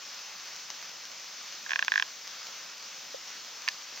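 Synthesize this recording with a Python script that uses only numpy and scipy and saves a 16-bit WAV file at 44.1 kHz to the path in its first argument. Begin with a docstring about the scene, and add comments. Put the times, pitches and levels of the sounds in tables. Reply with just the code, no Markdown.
"""Fine rain hisses all round a stereo pair of microphones, with nearer drops ticking throughout.
From 1.7 s comes a close, croak-like creak: an uneven train of dry pulses. One soft, low plop follows
at 3.1 s. Near the end, close to the microphones, two contacts on a small hard body make a sharp
double knock, ringing nearly the same resonances as the creak."""
import sys
import numpy as np
from scipy import signal
from scipy.fft import rfft, irfft, next_fast_len
from scipy.io import wavfile
from scipy.ndimage import uniform_filter1d

SR = 44100
rng = np.random.default_rng(int(sys.argv[2]) if len(sys.argv) > 2 else 0)


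def transcribe(signal):
    """Save signal, clipped to [-1, 1], as a 16-bit WAV file at the path in sys.argv[1]."""
    frames = np.atleast_2d(signal).T
    limited = np.clip(frames, -1, 1)
    pcm = np.round(limited * 32767).astype(np.int16)
    wavfile.write(sys.argv[1], SR, pcm)


N = 176400
HZ = np.fft.rfftfreq(4096, 1 / SR)  # frequency grid of every click
TOP_HZ = 15900

# colour of the rain: f/Hz, relative level/dB
RAIN_COLOUR = [(15, -72), (25, -40), (61, -27), (107, -23.5), (174, -13.5), (235, -16), (284, -12.5),
               (371, -15.5), (513, -9), (572, -7), (691, -9.5), (749, -7), (1090, -5), (1180, -3.5),
               (1780, -4.5), (2460, -3.5), (3780, -3.5), (5670, 0.5), (6490, -1.5), (8050, -23.5),
               (9460, -31.5), (11100, -38), (12400, -33.5), (14200, -17), (15800, -21.5)]
# likeness of the hiss at the two microphones: f/Hz, correlation
RAIN_LIKENESS = [(60, 0.94), (200, 0.92), (450, 0.59), (700, 0.47), (1300, 0.96), (2400, 0.97),
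                 (5000, 0.84), (8000, 0.32), (15000, 1)]
# balance of the rain: f/Hz, left over right/dB
RAIN_BALANCE = [(700, 0), (2400, .5), (6000, 1), (8000, 4), (13500, -6), (15500, 3.5)]
# phase of the rain across the pair: f/Hz, left lead/rad
RAIN_PHASE = [(300, 0.13), (1300, 0.53), (3800, 0.011), (7700, 0.13), (14000, 0.99)]
HISS_DB, HISS_PATCHY_DB, HISS_SWELL_DB = -43.5, 1, -0.46
# nearer raindrops: t/s, level/dB, brightness/(dB per octave)
NEAR_DROPS = [(.7030, -7, 0), (.7040, -10, -1.5), (1.0368, -15, -2), (1.1988, -16, -1), (1.4625, -20, 1),
              (1.5246, -14, -.5), (1.6286, -20, 2.5), (1.8483, -5, 0), (2.4866, -14, -3), (2.9465, -16, -1),
              (3.0519, -18, 0), (3.3035, -13, -.5), (3.929, -17, -3)]
FAR_DROP_COUNT, FAR_DROP_DB, FAR_DROP_SPREAD_DB = 210, -26.5, 7
DROP_RIPPLE_DB = 2.2  # colour change from drop to drop
PLOP_S, PLOP_HZ, PLOP_DB, PLOP_RISE_S, PLOP_T60_S, PLOP_LEAD_RAD = 3.1440, 540, -20, .003, .025, 2.07
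SCATTER_DB, SCATTER_T60_S = -18, .03

# phase of the close sources across the pair: f/Hz, left lead/rad
CLOSE_PHASE = [(100, 0.91), (700, 2), (1700, 1.28), (2200, 1.4), (3800, 0.93), (8000, 0.25), (14000, 0.35)]
# bands of the close sources that take a cycle or two to swell: f/Hz, width/Hz
SWELL_BANDS = [(2300, 6800), (5200, 3400)]

# contacts: t/s, level/dB, brightness/(dB per octave), crack f/Hz, crack width/Hz, crack boost/dB
KNOCK_CONTACTS = [(3.6786, 2, -3.5, 2300, 700, 3), (3.6865, 0, 0, 4900, 330, 22.5)]
# colour of a contact: f/Hz, level/dB
KNOCK_SPECTRUM = [(100, -42), (450, -22), (900, -8), (1350, -5), (2000, 2), (2650, 8), (3300, -3),
                  (4200, -7), (5700, -10), (7000, -11), (8600, -19), (11000, -40), (15000, -20)]
# resonances of the knocked body: f/Hz, width/Hz, boost/dB
KNOCK_MODES = [(1050, 110, 11), (1755, 115, 12.5), (3960, 110, 5), (6100, 250, 7)]
# balance of the knock: f/Hz, left over right/dB
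KNOCK_BALANCE = [(1000, 0.5), (2300, -5), (5000, -0.5)]

# pulses of the creak: t/s, level/dB, brightness/(dB per octave), upper resonance f/Hz
CREAK_PULSES = [(1.6631, -17.5, -2.5, 1650), (1.6937, -14, 4, 2190), (1.7073, -6, 0.5, 2400),
                (1.7182, -4.5, -1.5, 2350), (1.7335, -3, -0.5, 2520), (1.7590, -0.5, -2.5, 2550),
                (1.7921, -1.5, 1, 2510), (1.8256, -0.5, -2, 2700), (1.8815, 1, -1.5, 2550),
                (1.9198, 0.5, 0, 2050), (1.9393, -7, 1.5, 1980), (1.9579, -0.5, -.5, 2020),
                (1.978, -2.5, 2, 2030), (1.9980, -0.5, 0.5, 2220), (2.0241, 0.5, 1, 2960)]
# colour of a pulse: f/Hz, level/dB
CREAK_SPECTRUM = [(100, -52), (450, -25.5), (850, -14.5), (1250, -14.5), (1700, -5), (2200, -9.5),
                  (2750, -6.5), (3450, -5), (3800, -10.5), (4500, -17), (5250, -5.5), (6100, -14),
                  (6800, -27), (8200, -32), (10000, -52), (15000, -55)]
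# resonances of the creak: f/Hz, width/Hz, boost/dB
CREAK_MODES = [(1055, 125, 13), (1635, 230, 14.5), (3970, 110, 6)]
# balance of the creak: f/Hz, left over right/dB
CREAK_BALANCE = [(400, -15), (900, 1.5), (1300, -4), (1650, 0), (1950, -11), (2400, -5.5), (3400, -6),
                 (4200, 0), (8000, -1)]
CREAK_DB, UPPER_WIDTH_HZ, UPPER_BOOST_DB = 6.5, 490, 8
PULSE_RIPPLE_DB, MODE_JITTER = 1.04, .01  # colour and relative tuning vary from pulse to pulse
REFLECTION_S, REFLECTION_GAIN = 0.001188, 0.36


def amp(db):
    """Decibels to gain."""
    return 10 ** (np.asarray(db) / 20)


def unit(x):
    """Scale to rms 1."""
    return x / np.sqrt(np.mean(x ** 2) + 1e-20)


def along(points, hz):
    """Read a curve of (f/Hz, value) points on a log frequency axis."""
    f, v = np.transpose(points)
    return np.interp(np.log(hz + 1), np.log(f + 1), v)


def filtered(x, response):
    """Pass x through a complex frequency response."""
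    size = next_fast_len(N + SR // 2)
    return irfft(rfft(x, size) * response(np.fft.rfftfreq(size, 1 / SR)), size)[..., :N]


def placed(x, balance, phase):
    """Place a source by its level and phase differences between the two microphones."""
    sides = np.array([[.5], [-.5]])
    return filtered(x, lambda hz: amp(sides * along(balance, hz)) * np.exp(1j * sides * along(phase, hz)))


def rings(modes):
    """Gain in dB of a set of resonances."""
    return sum(10 * np.log10(1 + (amp(db) ** 2 - 1) / (1 + (2 * (HZ - hz) / width) ** 2))
               for hz, width, db in modes)


def tilt(slope):
    """Gain in dB of a brightness slope through the midrange."""
    return slope * np.log2(np.clip(HZ, 400, 8000) / 1700)


def ripple():
    """A random unevenness of colour, rms 1."""
    return unit(uniform_filter1d(uniform_filter1d(rng.standard_normal(len(HZ)), size=30), size=20))


def click(gain_db):
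    """The minimum-phase impulse with this spectrum: a sudden start, then its ringing."""
    cepstrum = irfft(np.log(amp(gain_db)))
    half = len(cepstrum) // 2
    causal = np.r_[cepstrum[0], 2 * cepstrum[1:half], np.zeros(half)]
    return irfft(np.exp(rfft(causal)))


def add(track, s, sound):
    """Mix a sound in at time s."""
    part = track[max(round(s * SR), 0):][:len(sound)]
    part += sound[:len(part)]


def rain_hiss():
    """Countless far drops all round merge into a slightly patchy hiss."""
    cells = signal.stft(rng.standard_normal((2, N)), nperseg=512)[2]
    patches = uniform_filter1d(rng.standard_normal(cells.shape[1:]), size=8, axis=0)  # across frequency
    patches = unit(uniform_filter1d(patches, size=12, axis=1))  # across time
    swell = unit(uniform_filter1d(rng.standard_normal(cells.shape[2]), size=30))
    cells = cells * amp(HISS_PATCHY_DB * patches + HISS_SWELL_DB * swell)
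    noise = signal.istft(cells, nperseg=512)[1][:, :N]

    def mid_side_gains(hz):
        angle = np.arccos(np.clip(along(RAIN_LIKENESS, hz), -1, 1)) / 2
        return amp(along(RAIN_COLOUR, hz)) * [np.cos(angle), np.sin(angle)]

    mid, side = filtered(noise, mid_side_gains)
    return amp(HISS_DB) * unit(np.array([mid + side, mid - side]))


def raindrops():
    """Single drops, near and far, tick on the ground, each a little to the left or right."""
    out = np.zeros((2, N))
    far_drops = [(rng.uniform(0, N / SR), FAR_DROP_DB + FAR_DROP_SPREAD_DB * rng.normal(), rng.normal())
                 for _ in range(FAR_DROP_COUNT)]
    for s, db, bright in NEAR_DROPS + far_drops:
        tick = click(db + along(RAIN_COLOUR, HZ) + tilt(bright) + DROP_RIPPLE_DB * ripple())
        pan_db = rng.normal()
        add(out[0], s, amp(pan_db) * tick)
        add(out[1], s, amp(-pan_db) * tick)
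    return out


def plop():
    """A soft, low, quickly damped ring, its phase leading at the left microphone."""
    t = np.maximum(np.arange(N) / SR - PLOP_S, 0)
    envelope = amp(PLOP_DB - 60 * t / PLOP_T60_S) * (1 - np.exp(-t / PLOP_RISE_S))
    return envelope * np.sin(2 * np.pi * PLOP_HZ * t + np.array([[.5], [-.5]]) * PLOP_LEAD_RAD)


def scatter(x):
    """Stones and leaves nearby answer with a very short diffuse tail."""
    t = np.arange(SR // 10) / SR
    tail = rng.standard_normal((2, len(t))) * amp(-60 * t / SCATTER_T60_S) * (t > .002)
    return signal.fftconvolve(x, tail / np.linalg.norm(tail[0]), axes=1)[:, :N]


def build_up(x):
    """Ringing swells over its first cycles: an all-pass delays it and leaves its colour alone."""
    def lag(f):
        return 2 * sum(np.arctan2(f * width, hz * hz - f * f) for hz, width in SWELL_BANDS)

    return filtered(x, lambda f: np.exp(-1j * lag(f)))


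def knock():
    """Close to the microphones, a duller and then a sharper contact ring one small hard body."""
    out = np.zeros(N)
    body_db = along(KNOCK_SPECTRUM, HZ) + rings(KNOCK_MODES)
    for s, db, bright, hz, width, boost_db in KNOCK_CONTACTS:
        crack_db = rings([(hz, width, boost_db)])
        add(out, s, click(db + body_db + tilt(bright) + crack_db))
    return placed(out, KNOCK_BALANCE, CLOSE_PHASE)


def croaking_creak():
    """Close by, each pulse rings nearly the knock's resonances and one of its own, and reflects once."""
    direct = np.zeros(N)
    colour_db = CREAK_DB + along(CREAK_SPECTRUM, HZ)
    for s, db, bright, upper_hz in CREAK_PULSES:
        tuning = 1 + MODE_JITTER * rng.normal()
        modes = [(hz * tuning, width, boost) for hz, width, boost in CREAK_MODES]
        modes.append((upper_hz, UPPER_WIDTH_HZ, UPPER_BOOST_DB))
        add(direct, s, click(db + colour_db + tilt(bright) + rings(modes) + PULSE_RIPPLE_DB * ripple()))
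    out = filtered(direct, lambda hz: 1 + REFLECTION_GAIN * np.exp(-2j * np.pi * hz * REFLECTION_S))
    return placed(out, CREAK_BALANCE, CLOSE_PHASE)


def scene():
    """Rain all round, one plop, and the creak and the knock close to the microphones."""
    close = build_up(croaking_creak() + knock())
    rain = placed(rain_hiss() + raindrops(), RAIN_BALANCE, RAIN_PHASE)
    return rain + plop() + amp(SCATTER_DB) * scatter(close) + close


def record(dry):
    """The microphone chain passes nothing above its band limit."""
    return filtered(dry, lambda hz: hz < TOP_HZ)


dry = scene()
out = record(dry)
transcribe(out)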